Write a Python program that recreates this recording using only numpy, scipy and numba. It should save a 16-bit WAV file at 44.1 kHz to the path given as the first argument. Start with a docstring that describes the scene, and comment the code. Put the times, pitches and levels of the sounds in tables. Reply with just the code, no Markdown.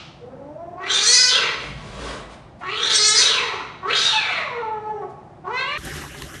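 """A bare, tiled room: a cornered kitten yowls four times and tumbles on the floor between calls.
An uneven larynx drives throat and mouth resonances that climb with the jaw; air hisses at the teeth.
Filtered noise makes sliding fur, thuds, scraping paws and room tone; walls add echoes and a tail.
The last yowl is cut off by a change of scene: a balcony, with grainy rustling noise, rumble and knocks."""
import sys
import numpy as np
from scipy import signal
from scipy.fft import rfft, irfft
from scipy.io import wavfile
from scipy.ndimage import uniform_filter1d
from numba import njit

SR = 44100
rng = np.random.default_rng(int(sys.argv[2]) if len(sys.argv) > 2 else 0)


def digitize_waveform(pressure):
    """Quantize a signal to 16-bit integers and store it at the path in sys.argv[1].

    Rows of a 2-D input are taken as channels; values are limited to [-1, 1].
    """
    field = np.atleast_2d(pressure).T
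    bounded = np.clip(field, -1, 1)
    quanta = np.round(bounded * 32767).astype(np.int16)
    wavfile.write(sys.argv[1], SR, quanta)


N = 282240
T = np.arange(N) / SR  # s


def undb(db):
    """Decibels to gain."""
    return 10 ** (np.asarray(db) / 20)


def unit(x):
    """Scale to rms 1."""
    return x / np.sqrt(np.mean(x ** 2))


def even(x):
    """Hold the rms at 1 over 40 ms, keeping the faster flutter."""
    power = uniform_filter1d(x ** 2, size=1764)
    return x / np.sqrt(np.abs(power) + 1e-12)


def contour(s, db, fade_s=0.034):
    """Gain curve through dB points, fading out beyond both ends."""
    gate = np.interp(T, [s[0] - fade_s, s[0], s[-1], s[-1] + fade_s], [0, 1, 1, 0])
    return gate * undb(np.interp(T, s, db))


def swells(table):
    """Gain curve of bell-shaped swells from rows of (start_s, level_db, length_s), start being the peak."""
    return sum(undb(db) * np.exp(-((T - s) / length * 2) ** 2) for s, db, length in table)


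def walk(rate_hz):
    """Smooth chance with rms 1, changing about rate_hz times a second."""
    hold = max(int(SR / rate_hz), 2)
    steps = np.repeat(rng.standard_normal(N // hold + 1), hold)
    return unit(uniform_filter1d(steps, hold)[:N])


def noise(colour, grain_db=0):
    """Noise with a spectrum of (freq_hz, level_db) points; grain_db breaks it into grains."""
    hz, db = np.transpose(colour)
    f = np.maximum(np.fft.rfftfreq(N, 1 / SR), 1)
    grains = rng.standard_normal(N) * undb(grain_db * walk(900))
    spectrum_gain = undb(np.interp(np.log(f), np.log(hz), db))
    return unit(irfft(rfft(grains) * spectrum_gain, N))


@njit
def svf(x, hz, width_hz):
    """State-variable band-pass whose centre and width move."""
    y, band, low = np.empty(len(x)), 0., 0.
    for i in range(len(x)):
        g, k = np.tan(np.pi * hz[i] / SR), width_hz[i] / hz[i]
        v = (band + g * (x[i] + 1e-18 - low)) / (1 + g * (g + k))
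        band, low, y[i] = 2 * v - band, low + 2 * g * v, k * v
    return y


def resonance(x, hz, width_hz):
    """A resonance with steep skirts: the band-pass applied twice."""
    hz = np.minimum(hz, .45 * SR) * np.ones(N)
    width_hz = width_hz * np.ones(N)
    return svf(svf(x, hz, width_hz), hz, width_hz)


def body(x, modes):
    """Resonances side by side, rows (freq_hz, half_width_hz, level_db); alternating signs fill valleys."""
    out = 0
    for k, (hz, half_width_hz, db) in enumerate(modes):
        out = out + (-1) ** k * undb(db) * resonance(x, hz, 2 * half_width_hz)
    return out


def lowpass(x, hz):
    """Steep elliptic low-pass."""
    return signal.sosfilt(signal.ellip(8, .2, 70, hz, fs=SR, output="sos"), x)


def room_tone():
    """Steady low-heavy noise of the room, its level drifting slightly."""
    # spectrum: freq_hz, level_db
    tone_colour = [(15, -69), (25, -26), (48, -8), (145, 2.5), (177, -4), (205, -3), (292, -9), (348, -3),
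                   (447, -18.5), (494, -10.5), (815, -7.5), (972, -14.5), (2460, -30.5), (3000, -33.5),
                   (10000, -48), (13000, -93), (22000, -120)]
    return undb(-45 + .5 * walk(7.6)) * noise(tone_colour)


def ringing(level_db=-40, t60_s=0.7):
    """The room's ring of an earlier hiss dies away exponentially."""
    # spectrum: freq_hz, level_db
    ring_colour = [(350, -45), (600, -18), (906, -12), (984, -14), (1270, 0), (1580, -11), (3050, -3),
                   (5620, -14), (10000, -40), (13000, -70), (22000, -120)]
    return undb(level_db) * np.exp(-np.log(1000) * T / t60_s) * noise(ring_colour)


def crumple(x, patchy_db):
    """Each third of an octave swells and fades on its own, as folds of a rustled thing come and go."""
    octave = np.log2(np.maximum(np.fft.rfftfreq(N, 1 / SR), 1))
    spectrum = rfft(x)
    out = 0
    for k in range(23, 43):  # thirds of an octave above 1 Hz
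        band = irfft(spectrum * np.maximum(1 - np.abs(3 * octave - k), 0), N)
        out = out + band * undb(patchy_db * walk(35))
    return unit(out)


def knocks():
    """Light contacts: decaying noise through shared modes, favouring those near each contact's pitch."""
    # contacts: start_s, level_db, brightest_ring_hz, decay_s (to 1/e)
    contacts = [(5.85, -32.5, 8000, .01), (6.017, -33, 1700, 0.01), (6.038, -35, 900, 0.024),
                (6.146, -30.5, 1730, 0.0067), (6.221, -26, 4200, 0.0032), (6.342, -35, 3000, .005)]
    # struck object's modes: freq_hz, half_width_hz, level_db
    knock_modes = [(980, 290, 10), (1830, 180, 11.5), (2760, 200, 6), (3970, 380, 1), (8900, 4200, -6)]
    out = 0
    for s, db, bright_hz, decay_s in contacts:
        modes = [(f, width, mode_db - 7 * abs(np.log2(f / bright_hz))) for f, width, mode_db in knock_modes]
        decay = np.exp(-np.abs(T - s) / decay_s) * (T >= s)
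        out = out + undb(db) * decay * unit(body(rng.standard_normal(N), modes))
    return out


def balcony(rustle_db=-1, crisp_db=-8, handling_db=-41, outdoors_db=-40):
    """Grainy rustling with dull bumps and light knocks over an outdoor rumble, all shaped noise."""
    # rustling bouts: start_s (peak), level_db, length_s
    rustle_bouts = [(5.87, -41.5, 0.062), (5.97, -39.5, 0.14), (6.22, -47, 0.077), (6.35, -49, 0.037)]
    # spectra of rustle, its crisp treble and the outdoor rumble: freq_hz, level_db
    rustle_colour = [(240, -36), (400, -18), (594, -5.5), (655, -21), (677, -15), (789, -8), (871, -18),
                     (1050, -12.5), (1680, -4.5), (2340, -14.5), (2980, -10), (4510, -20.5), (5500, -15.5),
                     (7150, -47), (12100, -120)]
    crisp_colour = [(2650, -27), (4500, -26), (5980, -7.5), (6670, -9.5), (8260, -11.5), (9710, -14),
                    (11500, -11.5), (13000, -22), (14000, -34)]
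    outdoor_colour = [(15, -52), (25, -24), (70, 3.5), (108, -10), (145, 2.5), (189, -11.5), (267, -8),
                      (372, -9), (408, -8), (600, -41), (780, -35), (1320, -120)]
    bouts = swells(rustle_bouts)
    handling = undb(handling_db) + bouts
    rustle = undb(rustle_db) * handling * crumple(noise(rustle_colour, grain_db=-0.5), patchy_db=4.0)
    crisp = undb(crisp_db) * handling * noise(crisp_colour, grain_db=1.5)
    rumble = (undb(outdoors_db) + bouts) * noise(outdoor_colour)  # bouts bump it too
    return rustle + crisp + rumble + knocks()


def scuffle(fur_db=-2, rumble_db=-8.0, paw_hz=3000, attack_s=0.059, decay_s=0.086):
    """Fur slides on the tiles, the tumbling body rumbles, paws scrape: bursts of coloured noise."""
    # fur slides and paw scrapes: start_s (peak), level_db, length_s
    slides = [(1.64, -38.5, 0.14), (1.88, -40.5, 0.24), (2.08, -30.5, .2), (2.33, -41.5, .06)]
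    scrapes = [(2.306, -59, 0.027), (2.604, -58, 0.022), (5.105, -63, 0.032)]
    # body landings: start_s (peak), level_db
    thuds = [(1.7, -26.5), (1.84, -31.5), (2.03, -31), (2.42, -42.5)]
    # spectra: freq_hz, level_db
    fur_colour = [(120, -47), (200, -5.5), (425, -7.5), (672, -2), (778, -15), (1120, -4.5), (1340, -11.5),
                  (4000, -17.5), (10000, -30), (13000, -85), (22000, -120)]
    rumble_colour = [(18, -24), (30, -21), (54, 4.5), (97, -22.5), (129, 1.5), (167, -18), (227, -16),
                     (300, -29), (390, -53), (660, -120)]
    fur = undb(fur_db) * swells(slides) * noise(fur_colour, grain_db=1)
    paws = swells(scrapes) * unit(resonance(rng.standard_normal(N), paw_hz, 8000))
    weight = 0
    for s, db in thuds:
        weight = weight + undb(db) * np.exp(-np.maximum((s - T) / attack_s, (T - s) / decay_s))
    return fur + paws + undb(rumble_db) * weight * noise(rumble_colour)


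def larynx(hz, rough, press, jitter=0.03505, waver=0.00592, stumble=0.01495, wander=0.00707, air=2.1,
           leak=0.042, rasp_db=2.5, flicker_db=8.5, soft_slope=1.28, hard_slope=0.025):
    """Vocal folds: mellow harmonics in a moan; uneven cycles, broken partials, air puffs in a scream."""
    wobble = jitter * rough * walk(450) + (waver + stumble * rough) * walk(50)
    wobble = wobble + wander * np.sqrt(rough) * walk(110)
    phase = 2 * np.pi * np.cumsum(hz * (1 + wobble)) / SR
    # pressed folds snap shut, which lifts the upper harmonics
    slope = soft_slope + (hard_slope - soft_slope) * press
    flicker = flicker_db * np.sqrt(rough)
    folds = even(sum(np.sin(k * phase) * undb(flicker * walk(40)) / k ** slope for k in range(1, 23)))
    puffs = unit(rng.standard_normal(N) * np.exp(np.cos(phase)))
    rasp = undb(rasp_db * np.sqrt(rough) * walk(140))
    # slack folds leak a little air even in a clean moan
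    airflow = air * rough ** 1.28 + leak * (1 - press)
    return rasp * (np.sqrt(1 - rough ** 2) * folds + airflow * puffs)


def jaw_shape(jaw):
    """Resonances and levels of the voice at a given jaw opening."""
    # opening (0-1), throat_hz, mouth_hz, throat_db, mouth_db, teeth_db
    jaw_steps = [(0, 520, 1418, -31, -71, -78), (.1, 848, 1530, -29, -59.5, -70.5),
                 (.3, 1170, 1938, -28, -27.5, -55), (.45, 1410, 2440, -26, -26.5, -56),
                 (.75, 1550, 3687, -27, -20.5, -40), (1.001, 1858, 5226, -33.5, -16, -29.5)]
    opening, *columns = np.transpose(jaw_steps)
    return [np.interp(jaw, opening, c) for c in columns]


def kitten(throat_db=-2.0, throat_width=0.6, mouth_width=0.37, chest_db=-6, chest_open_db=-3,
           chest_width=0.35, chest_smear=1.2, tremble_db=1.45, throat_lead_s=0.028):
    """Larynx through throat and mouth resonances that climb as the jaw opens, with hiss at the teeth."""
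    # yowls: start_s, pitch_hz, roughness (0-1), jaw_opening (0-1), effort_db
    moan_to_scream = [(.235, 246.2, 0.42, 0, -8), (.45, 282.4, 0.26, 0, -6.5), (.62, 342, 0.06, 0.01, -0.5),
                      (.79, 358.4, .3, .02, -2.5), (.825, 385, .7, .24, -4), (.875, 386, 0.66, 0.36, -4),
                      (.915, 389.8, 0.58, 0.79, 2), (1.01, 410.7, 0.54, 0.78, -2.5),
                      (1.14, 504, .16, 0.97, 4.5), (1.28, 496.1, 0.23, 0.87, 4), (1.35, 546, 0.64, 0.63, 5),
                      (1.43, 517, 0.72, 0.35, 5), (1.541, 432, 1.01, 0.28, -5)]
    rasping_scream = [(2.635, 345, 0.48, 0.17, 1), (2.79, 467, 0.51, 0.62, -3.5),
                      (2.92, 432, 0.82, 0.79, 1.5), (2.99, 424, 0.25, 0.85, 0),
                      (3.12, 426.2, .1, 0.82, -1.5), (3.17, 460, 0.53, 0.91, 6.5),
                      (3.27, 562, 0.64, 0.73, 1), (3.42, 497, 0.7, 0.29, 1), (3.61, 343, 0.75, 0.23, -4)]
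    shriek_to_moan = [(3.85, 369.6, .5, 0.05, 6), (3.89, 436.8, .6, 0.24, 5), (3.97, 755, .9, 0.82, -1.5),
                      (4.07, 948.4, .7, 0.78, -1), (4.16, 874.4, .25, 0.49, 3), (4.25, 775, .65, .32, 2),
                      (4.35, 695, .72, 0.37, -0.5), (4.45, 594.6, .48, 0.24, 2), (4.51, 489, .25, 0.18, -1),
                      (4.681, 431.8, .13, 0.09, -2), (4.919, 425.4, .14, .08, 0.5),
                      (5.04, 371.7, .28, 0.06, 0), (5.11, 329, .1, 0.01, -17)]
    clear_rising_cry = [(5.468, 365, 0.3, 0.04, 2), (5.519, 482, .16, 0.2, -1),
                        (5.6, 529.4, .07, 0.41, 5.5), (5.655, 549, 0, 0.48, -7),
                        (5.72, 582.6, 0.18, .39, 2.5), (5.78, 630.6, 0.01, 0.3, -1)]
    # spits of air through bared teeth: start_s (peak), level_db, length_s
    spits = [(.95, -29.5, 0.089), (1.085, -18, 0.11), (2.85, -34, .07), (2.962, -14.5, .045),
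             (3.08, -16, 0.094), (3.205, -22, .07), (4.06, -31.5, 0.094)]
    # fixed resonances: freq_hz, half_width_hz, level_db
    cheeks = [(2100, 450, -13), (4100, 450, -6)]
    teeth = [(5740, 330, 7.5), (7200, 890, -11.5), (8600, 610, -6.5)]

    calls = (moan_to_scream, rasping_scream, shriek_to_moan, clear_rising_cry)
    s, *columns = np.vstack(calls).T
    hz, rough, jaw = (np.interp(T, s, c) for c in columns[:3])
    effort = 0
    for call in calls:
        call_s, *_, effort_db = np.transpose(call)
        effort = effort + contour(call_s, effort_db)
    effort = effort * undb(tremble_db * walk(22))

    _, mouth_hz, low_db, middle_db, high_db = jaw_shape(jaw)
    # the throat moves just ahead of the jaw
    throat_hz = jaw_shape(np.interp(T + throat_lead_s, T, jaw))[0]
    opening = np.clip((mouth_hz - 1300) / 1700, 0, 1)
    source = larynx(hz, np.clip(rough, 0, 1), opening)

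    # fundamental below the throat resonance: less with the jaw open, smeared to a low rasp by roughness
    chest = even(resonance(source, hz, (chest_width + chest_smear * rough ** 2) * hz))
    chest = undb(chest_db + chest_open_db * opening) * chest
    throat = even(resonance(source, throat_hz, throat_width * throat_hz)) + chest
    # a nearly closed mouth muffles the side resonances
    mouth = resonance(source, mouth_hz, mouth_width * mouth_hz) + opening * body(source, cheeks)
    voice = undb(throat_db + low_db) * even(throat) + undb(middle_db) * even(mouth)
    hiss = effort * undb(high_db) + swells(spits)
    return effort * voice + hiss * even(body(source, teeth))


def corner(x):
    """Door, wall and floor right beside the kitten throw its voice back and comb it."""
    # reflections: delay_s, level_db
    reflections = [(.0021, -22), (.0046, -13.5), (.0069, -15.5)]
    f = np.fft.rfftfreq(N, 1 / SR)
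    comb = 1 + sum(undb(db) * np.exp(-2j * np.pi * f * delay) for delay, db in reflections)
    return irfft(rfft(x) * comb / np.sqrt(np.mean(np.abs(comb) ** 2)), N)


def room(x, t60_s=0.85, treble_t60_s=0.51, tail_db=-1.5, early_db=-8, early_s=0.0077):
    """Close walls answer almost at once; a diffuse tail follows, its treble dying first."""
    t = T[:SR]
    low_split = signal.butter(2, 3500, fs=SR, output="sos")
    high_split = signal.butter(2, 3500, "high", fs=SR, output="sos")
    lows = signal.sosfilt(low_split, rng.standard_normal(SR)) * 1000 ** (-t / t60_s)
    highs = signal.sosfilt(high_split, rng.standard_normal(SR)) * 1000 ** (-t / treble_t60_s)
    tail = (lows + highs) * (t > .008)
    early = rng.standard_normal(SR) * np.exp(-t / early_s) * (t > .002)
    response = (undb(tail_db) * unit(tail) + undb(early_db) * unit(early)) / np.sqrt(SR)
    return 0.9 * (x + signal.fftconvolve(x, response)[:N])


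def scene(ceiling=.82, indoor_top_hz=10100, cut_s=5.776):
    """The room with the kitten, its loudest peaks rounded, then the balcony."""
    air = room(corner(kitten()) + scuffle()) + ringing() + room_tone()
    indoors = lowpass(ceiling * np.tanh(air / ceiling), indoor_top_hz)
    cut = np.clip((T - cut_s) / .002, 0, 1)  # 2 ms crossfade
    return ((1 - cut) * indoors + cut * balcony())[None]


def record(dry, top_hz=13300):
    """The phone cuts the top."""
    return lowpass(dry, top_hz)


dry = scene()
out = record(dry)
digitize_waveform(out)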